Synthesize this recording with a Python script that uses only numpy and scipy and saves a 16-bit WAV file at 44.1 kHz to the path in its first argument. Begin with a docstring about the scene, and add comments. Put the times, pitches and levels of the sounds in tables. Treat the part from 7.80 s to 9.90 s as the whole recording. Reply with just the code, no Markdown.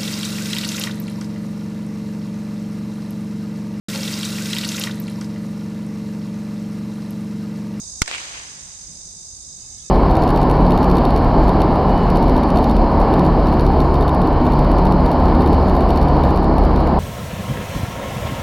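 """A brick plaza in summer, with a stereo microphone close enough to a snap firework to overload. Walls and
steps throw the crack back as separate slaps; bushes, stairs and a wooded slope add a rolling tail. Cicadas buzz
in the trees, their rib clicks ringing their bodies, over a low rumble of distant traffic and air. A faint low
bump swells in the rumble, a shoe scuffs the paving, and near the end a far vehicle horn sounds."""
import sys
import numpy as np
from scipy import signal
from scipy.fft import rfft, irfft
from scipy.io import wavfile
from scipy.ndimage import uniform_filter1d

SR = 44100
rng = np.random.default_rng(int(sys.argv[2]) if len(sys.argv) > 2 else 0)


def log_audio(samples):
    """Write samples as a 16-bit WAV file to the path given in sys.argv[1]."""
    # one column per channel
    frames = np.atleast_2d(samples).T
    # limit to full scale, then quantise
    limited = np.clip(frames, -1, 1)
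    pcm = np.round(limited * 32767).astype(np.int16)
    wavfile.write(sys.argv[1], SR, pcm)


N = 92610
TIME = np.arange(N) / SR
BANG_S = 0.2186

# The blast and its bounces off the ground near the microphone. Each row: start in seconds, energy in dB,
# scatter decay in seconds, scattered share, left over right in dB, right ear lag in ms,
# tilt in dB per octave, favoured band in Hz, its lift in dB.
BLAST_PATHS = [(0.2186, 9, .0006, .25, -1, .03, 1, 5500, 4), (0.21912, 5, .0005, .6, 1, .07, 0, 3700, 6),
               (0.2200, 7.5, .0007, .3, 2, 0, -4.5, 2000, 4), (0.2204, 4.5, .0007, .95, 3, 0, 1.5, 7800, 8),
               (0.2236, 3.5, .0033, .98, -5, 0, .5, 4900, 7), (0.2258, -2, .0018, .9, -2, 0, -3, 800, 9)]
# Colour of the crack at close range. Each row: frequency in Hz, level in dB.
CRACK_COLOUR = [(100, -2), (400, -26), (850, -7), (1080, 2.5), (1400, 0.5), (2200, -2), (3100, 1),
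                (3900, 0), (5600, 2), (6900, 4.5), (8000, 1.5), (10000, -11), (14500, -40), (17000, -32)]
# Short resonances in the crack. Each row: pitch in Hz, peak in dB, seconds to fall 60 dB.
CRACK_RINGS = [(884, -24.5, 0.029), (1447, -10.5, 0.0138), (2170, -6, 0.011), (2690, -21.5, 0.032)]
# Air pushing on the left, then the right capsule. Each row: peak of the push in dB,
# rise time in seconds, recovery corner in Hz.
PRESSURE_PUSH = [(-4.5, 0.0009, 177), (-8, 0.0013, 6)]
def snap():
    """Close up: the blast, its brief rings, and the low push of air that each capsule recovers from."""
    t = np.maximum(TIME - BANG_S, 0)
    crack = sum(arrival(CRACK_COLOUR, *row) for row in BLAST_PATHS)
    rings = sum(amp(db) * np.sin(2 * np.pi * hz * t) * die_away(t, t60) for hz, db, t60 in CRACK_RINGS)
    push = []
    for db, rise, recovery_hz in PRESSURE_PUSH:
        pulse = amp(db) * t / rise * np.exp(1 - t / rise)
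        push.append(signal.lfilter(*signal.butter(1, recovery_hz, "high", fs=SR), pulse))
    return crack + rings + np.array(push)


# Paths back from the walls and steps. Each row: the same columns as BLAST_PATHS.
SLAP_PATHS = [(0.2598, -9, .0025, .95, -11, -0.1, 1, 5600, 10),
              (0.2781, 2, 0.0011, 0.47, -5, 0.41, .5, 1800, 4),
              (0.2823, -7, 0.0026, 0.3, -4, -0.13, 7, 1800, 5),
              (0.285, -14, 0.004, 0.92, -19.5, -0.33, -11.5, 750, 8),
              (0.3133, 4.8, .0024, .45, -1.5, -.3, -1.3, 1700, 6.5),
              (0.328, -10, 0.0034, 1.13, 4, 0.19, 0.5, 2600, 13),
              (0.348, -2, .0016, .9, -10.5, .3, -1.5, 2460, 11),
              (0.3542, -4, 0.0013, .9, 0, 0, 1.5, 2730, 11),
              (0.3602, -5, 0.0012, 1.05, -6, -0.11, 2, 2950, 12),
              (0.3816, -2, .003, .92, -1.5, -0.082, 1.5, 2200, 9.5),
              (0.4033, -7.5, 0.0075, 0.9, -4, -0.12, 2, 2100, -10),
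              (0.444, -16, 0.0036, 1.15, 8, -0.1, 4.5, 920, 19)]
# Colour of a slap at the microphone. Each row: frequency in Hz, level in dB.
SLAP_COLOUR = [(100, -20), (350, -12), (900, -1.5), (2000, 1), (3200, -6), (5000, -6), (6300, -9.5),
               (8000, -7), (9000, -13), (10000, -26), (15000, -50)]
def slaps():
    """Hard surfaces around the plaza each return a separate echo."""
    return sum(arrival(SLAP_COLOUR, *row) for row in SLAP_PATHS)


# Returns from bushes, stairs and slope. Each row: start in seconds, rise in seconds, level in dB,
# seconds to fall 60 dB, tilt in dB per octave, lift around STAIRS_HZ in dB.
DIFFUSE_RETURNS = [(0.226, 0.002, -38.5, 0.63, -2, 1), (0.272, 0.0059, -26.5, 0.6, 0.5, 1.5),
                   (0.314, 0.021, -18.5, 0.27, 0.5, 9), (0.367, 0.025, -29.5, 2.18, 0.5, -1),
                   (0.53, 0.009, -32.5, 0.7, -1, 5)]
# Colour of the tail. 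Each row: frequency in Hz, level in dB.
TAIL_COLOUR = [(60, -24), (200, -4.5), (400, -4), (900, 1.5), (2000, 4.5), (3200, 3), (5000, 0.5),
               (6300, -7), (8000, -4), (10000, -26), (13500, -26.5), (16000, -41.5)]
STAIRS_HZ, STAIRS_OCT, AIR_DB_PER_S_KHZ = 2550, 0.36, 1.5
def echo_cloud(start, rise, db, t60, tilt_db, stairs_db):
    """A grainy cloud of echoes swells, dies away and dulls with distance."""
    def shape_db(s, hz):
        octaves = np.log2((hz + 20) / STAIRS_HZ)
        stairs = stairs_db * np.exp(-(octaves / STAIRS_OCT) ** 2)
        air_loss = AIR_DB_PER_S_KHZ * np.maximum(s - start, 0) * hz / 1000
        return read(TAIL_COLOUR, hz) + tilt_db * np.maximum(octaves, -3) + stairs - air_loss
    cloud = noise(shape_db, size=512)
    cloud /= cloud[:, :round(start * SR)].std()  # rms 1 before the air dulls it
    t = np.maximum(TIME - start, 0)
    grain_db = 1.5 * wander(rate_hz=250)
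    return cloud * np.minimum(t / rise, 1) * die_away(t, t60) * amp(db + grain_db)


# Cicadas in the trees. Each row: resonance in Hz, width in Hz, level in dB, left over right in dB,
# rib clicks per second, click depth from 0 to 1.
CICADA_RESONANCES = [(3712, 200, -54, -6.5, 170, .1), (4730, 108, -54, -6, 147, 0.4),
                     (5016, 126, -48.5, -8.5, 25, 0), (5810, 106, -48.5, -5.5, 67, 0.5),
                     (5984, 89, -49.5, -5.5, 91, 0), (6234, 100, -43.5, 0, 170, 0.4),
                     (6507, 180, -44, -11.5, 520, 0.5), (6790, 66, -49.5, 6, 300, 0),
                     (7220, 200, -53, -15.5, 560, 0.6), (7570, 190, -54.5, -4, 250, 0.54),
                     (8270, 330, -47.5, -5, 380, 1)]
# Colour of the chorus farther off. Each row: frequency in Hz, level in dB.
CHORUS_COLOUR = [(2500, -25), (3300, -26), (4050, -4.5), (4380, -12.5), (4750, -1.5), (5200, 0),
                 (5450, -4.5), (5800, -2), (7200, 1.5), (8000, -0.5), (8400, -2), (9000, -2.5),
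                 (10000, -14), (11000, -21), (13500, -33), (16000, -47)]
THROB_HZ, THROB_DEPTH, CHORUS_DB = 50.5, 0.27, -39.5
def cicadas():
    """Throbbing trains of rib clicks ring the insects' resonances, over a smooth far chorus."""
    clock = TIME + np.cumsum(0.004 * wander(rate_hz=0.86)) / SR  # the pace drifts slightly
    throb = 1 + THROB_DEPTH * np.cos(2 * np.pi * THROB_HZ * clock)
    f = np.fft.rfftfreq(N, 1 / SR)
    chorus = noise(lambda s, hz: read(CHORUS_COLOUR, hz), size=512, patchy_db=1.0)
    out = amp(CHORUS_DB) * pan(db=-1) * unit(chorus)
    for hz, width, db, pan_db, rate, depth in CICADA_RESONANCES:
        ring = irfft(rfft(rng.standard_normal((2, N))) / (1 + 2j * (f - hz) / width) ** 2, N)
        clicks = 1 + depth * np.cos(2 * np.pi * (rate * clock + rng.random()))
        out += amp(db) * pan(pan_db) * unit(ring * throb * clicks)
    return out


# A faint low bump in the rumble, then a scuff. 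Each row: centre in seconds, half length in seconds, centre in
# Hz, half width in Hz, level in dB.
FAINT_SOUNDS = [(1.114, 0.049, 158, 39.7, -47.5), (2.01, 0.037, 3700, 560, -50.5)]
def faint_sound(centre_s, half_s, centre_hz, width_hz, db):
    """A brief, faint burst of band-limited noise: a low bump, or a shoe brushing the paving."""
    grit = unit(noise(lambda s, hz: -20 * np.log10(1 + ((hz - centre_hz) / width_hz) ** 4), size=2048))
    return amp(db) * grit * np.exp(-((TIME - centre_s) / half_s) ** 2)


HORN_START_S, HORN_RISE_S, HORN_DB, HORN_FADE_DB_PER_S = 1.76, 0.037, -59, 3
HORN_HZ, BELL_HZ, BELL_DB_PER_OCT, BLUR_HZ = 430.3, 2280, 7, 13
def horn():
    """A far horn holds one pitch, strongest at its bell's resonance; the way here blurs each harmonic."""
    f = np.fft.rfftfreq(N, 1 / SR)
    spectrum = 0
    for hz in HORN_HZ * np.arange(3, 8):
        bell_gain = amp(-BELL_DB_PER_OCT * abs(np.log2(hz / BELL_HZ)))
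        spectrum += bell_gain / (1 + ((f - hz) / BLUR_HZ) ** 2)
    tone = unit(irfft(spectrum * np.exp(2j * np.pi * rng.random((2, len(f)))), N))
    t = np.maximum(TIME - HORN_START_S, 0)
    return tone * np.minimum(t / HORN_RISE_S, 1) * amp(HORN_DB - HORN_FADE_DB_PER_S * t)


# Colour of the rumble from beyond the plaza. Each row: frequency in Hz, level in dB.
RUMBLE_COLOUR = [(15, -26.5), (35, -10), (57, 6.5), (80, -8), (160, -6.5), (260, -15.5), (400, -20),
                 (1000, -21), (1700, -28.5), (3000, -30.5), (8000, -69)]
# Its slow swell. Each row: time in seconds, bass lift in dB.
BASS_SWELL = [(0, 6.5), (.2, -1), (.45, -2.5), (.7, 3), (.95, 2.5), (1.15, 6), (1.45, 0.5), (1.7, 0),
              (1.9, 4), (2.1, 1.5)]
RUMBLE_DB = -47
def rumble():
    """Low, lumpy hum of distant traffic and air; its bass swells and sinks."""
    def shape_db(s, hz):
        swell_db = np.interp(s, *np.transpose(BASS_SWELL))
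        return read(RUMBLE_COLOUR, hz) + swell_db / (1 + (hz / 500) ** 2)
    return amp(RUMBLE_DB) * pan(db=-3) * unit(noise(shape_db, size=2048, patchy_db=1.5))


# How alike the two capsules hear diffuse sound. Each row: frequency in Hz, correlation from -1 to 1.
STEREO_LIKENESS = [(60, 0.97), (200, 0.89), (380, 0.69), (700, 0.36), (1300, -0.57), (2400, -0.16),
                   (4400, -0.019), (8000, -0.13), (15000, 0.084)]
def noise(shape_db, size, patchy_db=0):
    """Noise from all around the microphone, shaped by shape_db(s, Hz), with optional drifting patches."""
    hop = size // 4
    frames, hz = N // hop + 5, np.fft.rfftfreq(size, 1 / SR)
    a, b, c, d, patches = rng.standard_normal((frames, len(hz), 5)).T
    patches = unit(uniform_filter1d(uniform_filter1d(patches, size=6, axis=0), size=10, axis=1))
    likeness = read(STEREO_LIKENESS, hz)[:, None]
    left = a + 1j * b
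    right = likeness * left + np.sqrt(1 - likeness ** 2) * (c + 1j * d)
    gain = amp(shape_db(np.arange(frames) * hop / SR, hz[:, None]) + patchy_db * patches)
    return signal.istft(np.array([left, right]) * gain, nperseg=size, noverlap=size - hop)[1][:, :N]


BAND_OCT, SPRAY_HZ = .32, 903  # half width of the favoured band; rough surfaces scatter above SPRAY_HZ
def arrival(colour, start, db, decay, share, pan_db, lag_ms, tilt_db, band_hz, band_db, size=4096):
    """One path to the microphone: a sharp wavefront and a short spray of scattered sound."""
    hz, t = abs(np.fft.fftfreq(size, 1 / SR)), np.arange(size) / SR
    band = band_db * np.exp(-(np.log2((hz + 1) / band_hz) / BAND_OCT) ** 2)
    tilt = tilt_db * np.log2((hz + 200) / 2500)
    log_gain = np.log(amp(read(colour, hz) + band + tilt))
    front = np.exp(np.conj(signal.hilbert(log_gain)))[:size // 2 + 1]  # minimum phase: a sharp onset
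    front /= np.sqrt(np.mean(np.exp(2 * log_gain)))  # energy 1
    rough = hz[:len(front)] / np.hypot(hz[:len(front)], SPRAY_HZ)
    scatter = rng.standard_normal((2, size)) * np.exp(-t / decay)
    spray = irfft(front * rough * rfft(scatter))
    spray /= np.linalg.norm(spray, axis=1, keepdims=True)
    share = np.clip(share, 0, 1)
    sound = np.sqrt(1 - share) * irfft(front) + np.sqrt(share) * spray
    out = np.zeros((2, N))
    for ear, s in enumerate((start, start + lag_ms / 1000)):
        out[ear, round(s * SR):][:size] = sound[ear]
    return amp(db) * pan(pan_db) * out


def amp(db):
    """Decibels to gain."""
    return 10 ** (np.asarray(db) / 20)


def die_away(t, t60):
    """Falls 60 dB in t60 seconds."""
    return np.exp(-np.log(1000) * t / t60)


def unit(x):
    """Scales to rms 1."""
    return x / np.sqrt(np.mean(x ** 2) + 1e-20)


def read(points, hz):
    """Reads a table on a log-frequency axis."""
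    f, value = np.transpose(points)
    return np.interp(np.log(hz + 1), np.log(f + 1), value)


def pan(db):
    """Left and right gains, db apart."""
    return amp(np.array([[db / 2], [-db / 2]]))


def wander(rate_hz):
    """Smooth random motion of rms 1."""
    f = np.fft.rfftfreq(N, 1 / SR)
    return unit(irfft(rfft(rng.standard_normal(N)) / (1 + (f / rate_hz) ** 4), N))


def scene():
    """The plaza from the microphone's spot: the snap and its echoes over the summer background."""
    echoes = slaps() + sum(echo_cloud(*row) for row in DIFFUSE_RETURNS)
    return snap() + echoes + cicadas() + rumble() + horn() + sum(faint_sound(*row) for row in FAINT_SOUNDS)


# Gain control behind the microphone, a held stage and a quick one.
# Each row: share of the excess taken off, recovery in dB per second.
GAIN_STAGES = [(0.201, 0.12), (.5, 169)]
LIMIT_DB, BAND_LIMIT_HZ = -26.5, 16300
def record(dry):
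    """The close crack clips and pulls the gain down, partly for a moment and partly for long."""
    power = signal.lfilter(*signal.butter(1, 25, fs=SR), (dry ** 2).mean(0))
    over_db = np.maximum(10 * np.log10(power + 1e-12) - LIMIT_DB, 0)
    stages_db = [np.maximum.accumulate(share * over_db + rate * TIME) - rate * TIME
                 for share, rate in GAIN_STAGES]
    duck_db = signal.lfilter(*signal.butter(1, 14, fs=SR), np.max(stages_db, axis=0))
    clipped = np.clip(dry * amp(-duck_db), -.95, .95)
    lowpass = signal.firwin(127, BAND_LIMIT_HZ, window=("kaiser", 8), fs=SR)
    return signal.oaconvolve(clipped, lowpass[None], "same")


dry = scene()
out = record(dry)
log_audio(out)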